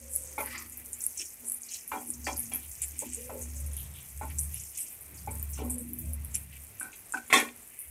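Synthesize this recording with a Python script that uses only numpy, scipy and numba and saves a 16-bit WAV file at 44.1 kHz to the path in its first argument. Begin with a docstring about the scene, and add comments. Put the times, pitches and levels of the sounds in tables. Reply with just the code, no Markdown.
"""From the first moment fresh leaves fry in hot oil in a round steel pan: clumped steam bubbles fizz,
deeper ones gurgle, and a low drone swells and sinks under the hush of a small kitchen.
Soon trapped water spits in sharp pops with dying swarms of crackles, and a wooden spatula knocks
the pan's ringing modes, scrapes in noisy strokes and draws faint notes from the steel.
Near the end the spatula drops on the rim in a clatter; one microphone hears it all."""
import sys
import numpy as np
from scipy import signal
from scipy.fft import rfft, irfft, next_fast_len
from scipy.io import wavfile
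from scipy.ndimage import uniform_filter1d
from numba import njit

SR = 44100
rng = np.random.default_rng(int(sys.argv[2]) if len(sys.argv) > 2 else 0)


def volts_from_decibels(level):
    """Turn decibel levels (scalar or array-like) into linear amplitude factors."""
    exponent = np.asarray(level, float) / 20
    return 10 ** exponent


def int16_out(signal):
    """Quantize to a 16-bit WAV file."""
    q = np.round(np.clip(np.atleast_2d(signal).T, -1, 1) * 32767)
    wavfile.write(sys.argv[1], SR, q.astype(np.int16))


N = 348398
TIME = np.arange(N) / SR  # seconds

# Frying bed. Each row: time in seconds, small-bubble level in dB, large-bubble level in dB.
FRYING_LEVELS = [(0.0, -56, -56), (0.33, -49, -54), (0.83, -52, -63.5), (1.12, -45, -55), (1.3, -53.5, -59),
                 (3.1, -47.5, -53.5), (3.32, -52.5, -58.5), (4.29, -50.5, -58.5), (4.75, -50, -57),
                 (4.97, -50.5, -63.5), (7.5, -54, -64.5), (7.9, -53, -76)]
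# Tone of the frying bed. Each row: bubble pitch in Hz, relative weight in dB.
BUBBLE_TONE = [(2650, -49), (4500, -37), (6690, -12), (7260, -24), (9070, 11.5), (9690, -1.5), (11100, 9),
               (15200, 0.5), (16100, -23), (16500, -46)]
# Deep bubbles under the leaves. One row: middle pitch in Hz, range in octaves, level in dB,
# depth of clumping in dB.
DEEP_BUBBLES = (2371, 0.67, -67, 2.2)
# Low drone. Each row: time in seconds, level in dB.
DRONE_LEVELS = [(0.0, -50.5), (0.9, -59.5), (1.87, -91), (1.93, -54), (2.02, -84), (2.2, -47.5),
                (2.38, -43), (2.46, -68), (2.53, -54), (2.73, -49), (2.75, -68), (2.84, -44), (2.95, -47.5),
                (3.06, -67), (3.1, -50), (3.39, -52), (3.41, -42.5), (3.67, -35.5), (4.0, -51.5),
                (4.03, -68), (4.16, -42), (4.49, -37.5), (4.84, -72.5), (5.39, -37.5), (5.74, -40),
                (5.79, -49), (6.01, -52.5), (6.09, -34), (6.49, -51), (6.62, -47.5), (6.8, -79), (7.2, -69),
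                (7.75, -95), (7.9, -52)]
# Resonances rumbling above the drone. Each row: pitch in Hz, width as a share of the pitch,
# level in dB against the others.
RUMBLE_BANDS = [(99.5, .1, 1.5), (134.3, .12, -0.5), (172.5, 0.12, -5.5), (145, 0.79, -9.5)]
# Tone of the room hush. Each row: frequency in Hz, relative level in dB.
KITCHEN_TONE = [(15, -42), (25, 1), (82, 10), (146, 1), (450, 0.5), (516, -2), (695, -1.5), (1230, -5),
                (1700, -5.5), (2290, -3), (2880, -9), (4770, -13), (6000, -11), (7800, -57), (13200, -120)]
# Hum of the pan's deepest mode. Each row: time in seconds, level in dB.
HUM_LEVELS = [(0.0, -59), (0.33, -85), (0.44, -58), (1.38, -79), (1.43, -61), (1.82, -82), (1.96, -54.5),
              (2.53, -56), (2.84, -98), (3.06, -53), (3.32, -64), (3.41, -54), (4.18, -89), (4.25, -50),
              (4.33, -84), (5.21, -100), (5.3, -51.5), (5.54, -75), (5.65, -40.5), (5.85, -47.5),
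              (6.1, -56), (6.49, -73), (7.13, -85), (7.17, -54), (7.26, -75), (7.37, -40), (7.61, -74),
              (7.9, -90)]
# Notes drawn by the rubbing blade. Each row: start in seconds, length in seconds, first pitch in Hz,
# last pitch in Hz, level in dB.
RUBBED_NOTES = [(0.005, 0.52, 530, 528, -60.5), (3.171, 0.063, 450, 490, -49), (3.23, .1, 482, 527, -54),
                (3.305, 0.096, 520, 510, -48), (3.314, 0.089, 420, 427, -53),
                (3.543, 0.19, 546, 540, -65.5), (5.75, 0.078, 504, 476, -53),
                (5.887, 0.054, 291, 315, -53.5), (5.97, .09, 300, 338, -56.5),
                (6.048, 0.12, 530, 555, -64.5), (6.032, 0.11, 620, 700, -67)]
# Dragged blade shaking the pan on its stand. Each row: strongest moment in seconds, rise in seconds,
# fall in seconds, level in dB, centre in Hz.
GROAN_STROKES = [(.6, 0.89, 0.56, -60, 307), (.9, 0.11, 0.083, -60, 415), (1.199, 0.013, 0.076, -49.5, 337),
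                 (2.1, 0.19, 0.28, -56.5, 314), (2.55, 0.075, 0.11, -52, 280), (3.08, 0.21, 0.11, -50, 293),
                 (3.5, 0.11, 0.13, -61, 320), (4.23, 0.013, 0.084, -45, 277),
                 (4.85, 0.072, 0.073, -59.5, 280), (5.12, 0.082, 0.12, -57.5, 324),
                 (5.92, 0.37, 0.24, -52, 294), (6.85, 0.026, 0.043, -52, 278)]
# Spits of steam at set times. Each row: start in seconds, pop level in dB before its trim,
# pitch in Hz, tail t60 in seconds before its limits, swarm level in dB.
TIMED_SPITS = [(.094, -33, 10000, .2, -48), (.113, -30, 9560, 0.17, -43.5), (.1344, -19, 9600, 0.27, -36.5),
               (.1525, -12, 10600, .05, -52), (.160, -4.5, 10800, 0.079, -48),
               (.235, -23.5, 8500, 0.093, -54), (.272, -27, 7940, 0.086, -51),
               (.381, -27, 11600, 0.15, -41), (.404, -18, 11500, 0.19, -39),
               (.4582, -15, 11000, 0.074, -47), (.5781, -23.5, 7160, 0.17, -52.5),
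               (.622, -24, 11500, .05, -57), (.7205, -35, 8850, 0.059, -52),
               (.7706, -37.5, 13300, 0.1, -48.5), (.9296, -18, 8960, 0.081, -43.5),
               (1.0045, -22, 7600, 0.085, -47.5), (1.016, -33, 9970, 0.041, -41),
               (1.033, -24, 9100, 0.048, -54), (1.038, -11, 8900, 0.059, -50),
               (1.0637, -4.5, 10500, 0.08, -52), (1.1722, -23, 7390, 0.29, -37.5),
               (1.443, -43, 9720, 0.13, -46.5), (1.4676, -31, 9500, 0.2, -37),
               (1.484, -18, 10000, 0.093, -48), (1.497, -12, 10500, 0.047, -50),
               (1.518, -9.5, 11000, 0.18, -38.5), (1.6178, -21.5, 9360, 0.21, -49),
               (1.632, -24.5, 6660, 0.13, -56), (1.685, -36, 5870, 0.077, -50.5),
               (1.712, -42, 7270, 0.24, -43.5), (1.741, -37, 5700, 0.076, -49),
               (1.808, -39, 6740, 0.033, -59), (1.8765, -19, 11000, 0.089, -44.5),
               (2.0685, -53, 10300, 0.12, -46), (2.087, -31, 9500, 0.052, -49),
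               (2.102, -10, 9700, 0.1, -44), (2.136, -30, 7450, 0.037, -51), (2.154, -34, 8500, 0.025, -60),
               (2.243, -26, 6530, 0.33, -42), (2.329, -22.5, 6600, 0.093, -61),
               (2.366, -30, 11000, 0.21, -39), (2.376, -14, 11000, .04, -44),
               (2.393, -10.5, 11000, 0.26, -41), (2.401, -12, 11000, .05, -47),
               (2.455, -33, 7060, .04, -57), (2.535, -10.5, 10650, 0.14, -42.5),
               (2.546, -14, 11700, .05, -41), (2.557, -11, 11700, .12, -43), (2.7127, -27, 9300, 0.1, -52),
               (2.8175, -11.5, 9000, 0.12, -36), (2.9898, -11.5, 8500, 0.12, -39),
               (3.132, -20, 8600, 0.075, -47), (3.145, -13.5, 8800, 0.18, -47),
               (3.2085, -25, 10800, 0.32, -46), (3.411, -27, 8150, 0.16, -43.5),
               (3.564, -29, 8100, 0.071, -52.5), (3.601, -36, 9600, 0.049, -52),
               (3.662, -28, 10700, 0.05, -47), (3.732, -24, 10200, 0.071, -52),
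               (3.766, -19, 11000, 0.21, -40), (3.937, -33, 9800, 0.12, -53),
               (4.0575, -36, 10000, 0.048, -60), (4.195, -29, 9400, 0.14, -57),
               (4.3, -27, 11000, 0.034, -59), (4.384, -13.5, 7750, .05, -48),
               (4.39, -25, 10100, 0.19, -32.5), (4.5425, -13.5, 10200, 0.39, -42),
               (4.55, -40, 7070, 0.39, -49), (4.5955, -28, 7900, 0.062, -50),
               (4.635, -25, 7400, 0.087, -59), (4.749, -32, 6700, 0.098, -55),
               (4.772, -26, 9800, 0.25, -33.5), (4.775, -21.5, 6960, 0.27, -53.5),
               (4.865, -34, 6900, 0.11, -57), (5.008, -30, 11000, 0.052, -51), (5.17, -46, 6360, 0.17, -56),
               (5.307, -32, 9540, 0.086, -49), (5.395, -22, 8900, .11, -53), (5.426, -12, 13500, 0.07, -54),
               (5.497, -37, 12350, 0.098, -45), (5.53, -49, 7400, 0.23, -47.5),
               (5.697, -18.5, 10000, 0.16, -34.5), (5.7815, -16, 9950, 0.13, -42.5),
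               (5.9325, -14, 12100, 0.23, -47), (5.9858, -17.5, 12800, 0.12, -44),
               (6.039, -40, 11000, 0.056, -63), (6.1325, -18, 11000, 0.037, -44.5),
               (6.2468, -19.5, 11000, 0.085, -55), (6.3405, -35, 9000, 0.079, -39),
               (6.344, -25, 7440, .04, -41.5), (6.3525, -6.5, 10350, 0.22, -42.5),
               (6.797, -17.5, 9770, 0.11, -40), (6.8285, -15.5, 10100, 0.28, -52),
               (7.1218, -15.5, 8500, 0.18, -47.5), (7.278, -27, 10600, 0.064, -55),
               (7.326, -21, 7170, 0.2, -32), (7.399, -13, 10900, 0.17, -46),
               (7.789, -21.5, 11000, 0.13, -42)]
# Middle of the faint spits at random times. One row: pop level in dB before its trim, pitch in Hz,
# tail t60 in seconds, swarm level in dB.
FAINT_SPIT = (-47, 10002, 0.2, -57)
# Spatula blows. Each row: start in seconds, level in dB, centre in Hz, rattle in dB before its trim,
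# t60 in seconds while the wood rests on the steel, first knock peak in dB.
SPATULA_BLOWS = [(0.379, -27.5, 930, -9.5, 0.25, -29), (0.405, -24, 1110, -12, 0.027, -45),
                 (1.431, -60.5, 430, 0.5, 0.26, -55.5), (1.915, -37.5, 1080, 1.5, 0.2, -31.5),
                 (1.933, -28, 750, -22.5, 0.3, -52), (2.267, -24.5, 1900, -13.5, 0.15, -26.5),
                 (2.27, -29, 720, -10.5, 0.25, -30.5), (2.516, -31.5, 2020, -17, 0.28, -54),
                 (3.019, -39.5, 490, -16, 0.16, -43), (3.294, -45.5, 710, 4.5, 0.14, -39),
                 (3.323, -47, 426, 1, 0.38, -35), (4.211, -40, 853, -1, 0.23, -30.5),
                 (5.273, -37.5, 793, -13.5, 0.35, -29.5), (5.573, -50, 1180, -1, 0.086, -54),
                 (5.587, -33.5, 780, -17, 0.16, -44), (5.616, -35.5, 434, -12.5, 0.4, -34),
                 (6.81, -33.5, 1430, -20, 0.33, -35), (6.929, -51.5, 2580, -1, 0.11, -41),
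                 (7.137, -25.5, 1490, -26, 0.22, -26.5), (7.171, -33.5, 2520, -21, 0.087, -35),
                 (7.3, -29, 1970, -10, 0.36, -42), (7.3263, -13, 2130, -10, 0.2, -6.5),
                 (7.336, -16.5, 1950, -22, 0.32, -28), (7.351, -19, 1880, -13.5, 0.27, -23),
                 (7.358, -24.5, 410, -13.5, 0.31, -50), (7.375, -24, 2600, -10, 0.13, -27),
                 (7.399, -33.5, 1740, 1, 0.15, -30), (7.486, -42, 2420, -1, 0.031, -41)]
# Where each blow lands, one entry a blow: 0 bottom, 1 wall, 2 near the centre, 3 rim.
BLOW_PLACES = [0, 0, 1, 1, 1, 1, 1, 1, 0, 0, 1, 0, 0, 0, 1, 1, 2, 0, 2, 2, 3, 3, 3, 3, 1, 3, 3, 3]
# Pitches of the pan's modes in Hz, lowest first.
MODE_HZ = [240, 296, 424, 568, 694, 762, 888, 990, 1045, 1095, 1330, 1378, 1478, 1510, 1550, 1614, 1755,
           1866, 2029, 2090, 2210, 2295, 2350, 2456, 2594, 2755, 3166, 3294, 3548, 4151]
# The same modes. 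Each row: t60 in seconds before damping is scaled, then the relative level in dB
# when struck at place 0, 1, 2 and 3.
MODE_RING = [(0.19, -7, -29, -15, -5), (1, 2, 8.5, -5, -11), (1, 6.5, 6.5, -11.5, 0),
             (0.6, 2.5, -1, -19, -31), (0.62, -23, -2, -7, -9), (0.48, -16, 12, 2.5, -0.5),
             (0.35, 10.5, 8, -2, -11), (0.44, 0.5, 7, -10, -30), (0.38, -5, -33, -14, -25),
             (1, -22, -3, -15, 3.5), (0.32, -30, 6, -1, -15), (0.15, -47, -46, 1, 3.5),
             (0.43, -43, -24, 3, -19), (0.28, -16, -11, 1, -27), (0.46, -41, -56, 10, -25),
             (0.2, -65, -28, -11, -14), (0.44, -57, -51, -21, 0), (0.58, -29, -27, -29, 2),
             (0.16, -28, -41, -32, 3), (0.12, 9, -18, -33, -14), (0.17, 16, -35, -32, 10),
             (0.14, 13, 2.5, -28, -20), (0.67, -27, 12.5, -6, -21), (0.15, 14, 12, -9, -8),
             (0.043, 5, -37, 4, -21), (0.021, -24, 26.5, -24, -9), (0.15, -5, -4, -15, 2),
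             (0.38, -4, 10, -39, -0.5), (0.21, -1, 1, -40, 6.5), (0.18, -10, -33, -40, -3)]
# Wood stroking steel. Each row: strongest moment in seconds, rise in seconds, fall in seconds,
# level in dB, centre in Hz.
SCRAPE_STROKES = [(.47, 0.11, 0.13, -49.5, 2000), (0.54, 0.11, 0.18, -43.5, 1920),
                  (.535, 0.03, 0.19, -46.5, 1330), (1.216, 0.052, 0.038, -44, 2660),
                  (1.756, 0.092, 0.04, -47.5, 2720), (2.65, 0.065, 0.034, -54, 3100),
                  (2.825, 0.033, 0.047, -50.5, 2460), (3.0, 0.11, 0.14, -54, 2500),
                  (3.2, 0.22, 0.11, -56.5, 2520), (3.8, 0.11, 0.11, -55, 3100),
                  (4.31, 0.036, 0.031, -55, 2340), (4.55, 0.051, 0.16, -54.5, 2680),
                  (3.96, 0.055, 0.17, -55.5, 3060), (4.755, 0.035, 0.23, -54, 2720),
                  (5.602, 0.086, 0.055, -51.5, 2720), (6.346, 0.0068, 0.054, -48, 2500),
                  (6.526, .03, 0.14, -53.5, 2470)]


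def curve(table):
    """Draw each column after the time column as a sample-rate curve."""
    s, *columns = np.transpose(table)
    return [np.interp(TIME, s, c) for c in columns]


def unit(x):
    """Scale to rms 1."""
    return x / np.sqrt(np.mean(x ** 2))


def shape_db(hz, points):
    """Read a (Hz, dB) spectrum on a log frequency axis."""
    f, db = np.transpose(points)
    return np.interp(np.log(hz + 1), np.log(f), db)


def walk(rate):
    """Random levels held for 1 / rate seconds and slewed twice; rms 1."""
    hold = int(SR / rate)
    steps = np.repeat(rng.standard_normal(N // hold + 1), hold)
    return unit(uniform_filter1d(uniform_filter1d(steps, hold), hold)[:N])


@njit
def svf(x, hz, width):
    """Band-pass whose centre may move every sample; width is a share of the centre."""
    y, b, l = np.empty(len(x)), 0., 0.
    for i in range(len(x)):
        g = np.tan(np.pi * hz[i] / SR)
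        v = (b + g * (x[i] - l)) / (1 + g * (g + width))
        b, l, y[i] = 2 * v - b, l + 2 * g * v, width * v
    return y


def band(x, hz, *widths):
    """Pass x through one band-pass per width, all centred on hz."""
    centre = np.zeros(len(x)) + hz
    for width in widths:
        x = svf(x, centre, width)
    return x


@njit
def grains(s, hz, cycles, size):
    """Bursting bubbles: each swells and dies within a few cycles of its own pitch."""
    out = np.zeros(N)
    for k in range(len(s)):
        start, life = int(s[k] * SR), cycles[k] * SR / hz[k]
        for i in range(max(min(int(8 * life), N - start), 0)):
            u = i / life
            out[start + i] += size[k] * np.e * u * np.exp(-u) * np.sin(2 * np.pi * hz[k] * i / SR)
    return out


def steady(hz, width, floor=0.028):
    """A noise-driven resonance that wavers in pitch more than in size."""
    tone = band(rng.standard_normal(N), hz, width, 3 * width)
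    envelope = np.abs(signal.hilbert(tone, next_fast_len(N))[:N])
    swing = uniform_filter1d(envelope, size=2000)
    return unit(tone / (swing + floor * swing.mean()))


def swell(peak_s, rise_s, fall_s, edge_db=-23.0, hold=1.):
    """Gain that climbs to 1 and falls again, edge_db down one rise before and one fall after the peak."""
    late = TIME - peak_s
    distance = np.where(late < 0, -late / max(rise_s, .005), late / max(fall_s, .005))
    return volts_from_decibels(edge_db * distance ** hold)


def fizz(count=30000, clump_db=2.5, scatter_db=2.5, cycles=0.72, patchy_db=2.0, large_hz=8070.0):
    """Thousands of tiny bubbles a second crowd in clumps; large and small ones come and go apart."""
    small_db, large_db = curve(FRYING_LEVELS)
    when, pitch, luck, long = rng.random((count, 4)).T
    crowd = np.cumsum(volts_from_decibels(clump_db * walk(25)))
    at = np.interp(when, crowd / crowd[-1], TIME)
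    hz = 4500 * 3.6 ** pitch
    size = np.sqrt(hz) * volts_from_decibels(shape_db(hz, BUBBLE_TONE) - scatter_db * np.log(1 - .998 * luck))
    ring_cycles = cycles * (1 + 2 * long)
    small, large = (unit(grains(at[k], hz[k], ring_cycles[k], size[k]))
                    for k in (hz >= large_hz, hz < large_hz))
    small_gain = volts_from_decibels(small_db + patchy_db * walk(38))
    large_gain = volts_from_decibels(large_db + patchy_db * walk(8.4))
    return (small + droplets()) * small_gain + large * large_gain


def droplets(count=500, level_db=-12.0, cycles=.7, scatter_db=5.0):
    """Lone droplets crack dry and broad over the bed, each ringing less than a few cycles."""
    when, pitch, luck = rng.random((count, 3)).T
    size = volts_from_decibels(-scatter_db * np.log(1 - .97 * luck))
    ticks = grains(when * N / SR, 8000 * 1.5 ** pitch, np.full(count, cycles), size)
    return volts_from_decibels(level_db) * unit(ticks)


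def gurgle(count=20000, cycles=5.8, scatter_db=6.0):
    """Bigger bubbles ring longer and lower, coming and going in patches."""
    centre_hz, octaves, db, clump_db = DEEP_BUBBLES
    when, pitch, luck = rng.random((count, 3)).T
    pitch = .5 + np.log((pitch + .01) / (1.01 - pitch)) / 5  # most near one size, a few far off
    hz = centre_hz * 2 ** (octaves * (pitch - .5))
    size = volts_from_decibels(-scatter_db * np.log(1 - .9 * luck))
    bubbles = grains(when * N / SR, hz, np.full(count, cycles), size)
    return unit(bubbles) * volts_from_decibels(db + clump_db * walk(20))


def drone(pitch_hz=71.66, width=.035, waver_db=-1.0):
    """A low air resonance shaken by noise, with a rumble above it."""
    gain = volts_from_decibels(curve(DRONE_LEVELS)[0])
    return gain * volts_from_decibels(waver_db * walk(12)) * steady(np.full(N, pitch_hz), width) + rumble(gain)


def rumble(drone_gain, level_db=-9, smooth_s=0.48):
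    """Weaker noise-driven resonances that follow only the drone's slow swells."""
    tones = sum(volts_from_decibels(db) * unit(band(rng.standard_normal(N), hz, width, 2 * width))
                for hz, width, db in RUMBLE_BANDS)
    slow = uniform_filter1d(drone_gain, size=int(smooth_s * SR))
    return slow * volts_from_decibels(level_db) * unit(volts_from_decibels(2.9 * walk(9)) * tones)


def kitchen(level_db=-61.5):
    """Gently wavering hush of the room and the burner, as shaped noise."""
    tone = volts_from_decibels(shape_db(np.fft.rfftfreq(N, 1 / SR), KITCHEN_TONE))
    hush = irfft(rfft(rng.standard_normal(N)) * tone, N)
    return unit(hush) * volts_from_decibels(level_db + 1.6 * walk(8.1))


def pan_hum():
    """Blows and stirring keep the pan's deepest mode humming, its pitch wavering a little."""
    hz = MODE_HZ[0] * (1 + .012 * walk(12))
    return volts_from_decibels(curve(HUM_LEVELS)[0]) * steady(hz, 0.022)


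def rubbed_notes():
    """Now and then the rubbing blade draws a faint gliding note."""
    out = np.zeros(N)
    for s, long_s, from_hz, to_hz, db in RUBBED_NOTES:
        held = uniform_filter1d(1. * ((TIME > s) & (TIME < s + long_s)), size=1500)
        glide = np.interp(TIME, [s, s + long_s], [from_hz, to_hz])
        out += held * volts_from_decibels(db) * steady(glide, .06, .6)
    return out


def slips(rough_db=3.0):
    """Dense slips of wood on steel, as noise uneven in strength."""
    return rng.standard_normal(N) * volts_from_decibels(rough_db * walk(120))


def groan(slip, width=0.41):
    """The dragged blade shakes the pan on its stand: slips heard through low, swelling bands."""
    out = np.zeros(N)
    for s, rise_s, fall_s, db, hz in GROAN_STROKES:
        out += swell(s, rise_s, fall_s) * volts_from_decibels(db) * unit(band(slip, hz, width, width, 2 * width))
    return out


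def spits(count=400, faint_count=70, sputter_count=12, sputter_db=9.5, scatter_db=3.0,
          swell_s=0.0013, hold=1.474, pop_db=-5.0, pop_cycles=2.4, swarm_cycles=2.5):
    """Water trapped in a leaf bursts: one pop, then a dying swarm of crackles around its pitch."""
    luck = rng.random((faint_count, 5))
    spread = (luck[:, 1:] - .5) * (10.0, 4000.0, .08, 9.0)
    faint = np.c_[luck[:, 0] * N / SR, FAINT_SPIT + spread]
    rows = np.r_[TIMED_SPITS, faint]
    chance = rng.random((len(rows), count, 4))
    s, db, centre_hz, t60, tail_db = (c[:, None] for c in rows.T)
    t60 = np.clip(t60, .03, .8)
    late = chance[..., 0] * t60 * .7
    scatter = -scatter_db * (np.log(1 - .97 * chance[..., 1]) + 1)
    size = volts_from_decibels(tail_db - 60 * (late / t60) ** hold + scatter)
    size = size * np.minimum(late / swell_s + .4, 1)
    # range of crackle pitches in octaves
    octaves = 0.54 + 0.69 * np.abs(np.log2(centre_hz / 11000))
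    hz = np.clip(centre_hz * 2 ** (octaves * (chance[..., 3] - .5)), 3000, 16000)
    # a few crackles sputter above the swarm
    size = size * volts_from_decibels(sputter_db * (np.arange(count) < sputter_count))
    # they come in flurries
    size = size * volts_from_decibels(2.3 * walk(160)[np.minimum((s + late) * SR, N - 1).astype(int)])
    cycles = swarm_cycles * (1 + chance[..., 2])
    swarm = grains((s + late).ravel(), hz.ravel(), cycles.ravel(), size.ravel())
    pop = grains(s[:, 0] + 0.0016, centre_hz[:, 0], np.full(len(rows), pop_cycles),
                 volts_from_decibels(db[:, 0] + pop_db))
    return swarm + pop


def mode_ring(t, centre_hz, held_s, place, flutter_db=7.0, press=1.65, damp=0.86):
    """Ring the modes that move where the blow lands; wood resting on the steel chokes them."""
    hz = np.c_[MODE_HZ]
    t60, *place_db = (c[:, None] for c in np.transpose(MODE_RING))
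    # a soft, long push cannot reach the high modes
    gain = volts_from_decibels(place_db[place]) / (1 + (hz / (2.4 * centre_hz)) ** 4)
    # the resting wood chokes more as it settles, and makes each ring flutter
    steps = np.repeat(rng.standard_normal((len(hz), 64)), 250, axis=1)
    flutter = uniform_filter1d(steps, size=250)
    fade = volts_from_decibels(flutter_db * flutter - 60 * (damp * t / t60 + (t / held_s) ** press))
    ring = gain * fade * np.sin(2 * np.pi * (hz * t + rng.random((len(hz), 1))))
    return ring.sum(axis=0) / np.sqrt(np.sum(gain ** 2)) / 2


def stand_rattle(t, centre_hz, rattle_db, held_s, minor, body_db=2.0, width=0.81,
                 jingle_db=-20.5, jingle_hz=8500.0, settle=1.14):
    """The pan rattles on its loose stand as fading noise; brighter blows jingle more in the treble."""
    noise = rng.standard_normal(len(t))
    body = band(irfft(rfft(noise) * minor), centre_hz, width, width)
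    rattle = volts_from_decibels(rattle_db + body_db) * unit(body)
    jingle = volts_from_decibels(jingle_db) * (centre_hz / 1000) ** 2 * band(noise, jingle_hz, 0.87, 1.0)
    return (rattle + jingle) * volts_from_decibels(-60 * (t / held_s) ** settle)


def spatula(knock_cycles=1.6, minor_db=5.5):
    """Each blow knocks, rings the pan's modes and leaves it rattling on its stand."""
    out, t = np.zeros(N + SR), TIME[:16000]
    # uneven spectrum of the pan's countless small resonances, the same for every blow
    minor = volts_from_decibels(minor_db * unit(uniform_filter1d(rng.standard_normal(len(t) // 2 + 1), size=14)))
    for (s, db, centre_hz, rattle_db, held_s, _), place in zip(SPATULA_BLOWS, BLOW_PLACES):
        held_s = max(held_s, .03)
        blow = mode_ring(t, centre_hz, held_s, place)
        blow = blow + stand_rattle(t, centre_hz, rattle_db, held_s, minor)
        start = int(s * SR)
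        out[start:start + len(t)] += volts_from_decibels(db) * blow * np.minimum(t / .0035, 1)
    s, _, centre_hz, _, _, knock_db = np.transpose(SPATULA_BLOWS)
    knocks = grains(s + 0.000986, centre_hz, np.full(len(s), knock_cycles), volts_from_decibels(knock_db))
    return out[:N] + knocks


def scrape(slip, width=0.52, rustle_db=-13.0, rustle_hz=4930.0):
    """Every stroke of wood over steel swells and fades, and pushed leaves rustle above."""
    out = np.zeros(N)
    rustle = volts_from_decibels(rustle_db) * unit(band(slip, rustle_hz, 0.27, 0.27, 0.54))
    for s, rise_s, fall_s, db, hz in SCRAPE_STROKES:
        stroke = unit(band(slip, hz, width, width, 2 * width)) + rustle
        out += swell(s, rise_s, fall_s, hold=1.19) * volts_from_decibels(db) * stroke
    return out


def tiled_walls(sent, t60=0.069):
    """Short tail of tiled walls: decaying noise, silent for its first 2 ms."""
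    t = TIME[:SR // 2]
    walls = rng.standard_normal(len(t)) * volts_from_decibels(-60 * t / t60) * (t > .002)
    return signal.fftconvolve(sent, walls / np.sqrt(np.sum(walls ** 2)))[:N]


def scene(oil_room_db=-6.5, pan_room_db=-10.0):
    """Mix oil and pan with their wall tail, which takes more of the oil, over drone and hush."""
    high_pass = signal.butter(3, 4600.0, "high", fs=SR, output="sos")
    oil = signal.sosfilt(high_pass, fizz() + spits())
    slip = slips()  # the same slips drive both groan and scrape
    pan = gurgle() + pan_hum() + rubbed_notes() + groan(slip) + spatula() + scrape(slip)
    tail = tiled_walls(volts_from_decibels(oil_room_db) * oil + volts_from_decibels(pan_room_db) * pan)
    return np.tile(oil + pan + tail + drone() + kitchen(), (2, 1))


def band_limit(x):
    """A steep low-pass at the top of the band."""
    return signal.sosfilt(signal.butter(12, 16660, fs=SR, output="sos"), x)


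def record(dry):
    """One microphone on both channels, its top cut off steeply."""
    top = signal.ellip(8, .2, 60, 15550, fs=SR, output="sos")
    mix = signal.sosfilt(top, dry)
    return band_limit(mix)


dry = scene()
out = record(dry)
int16_out(out)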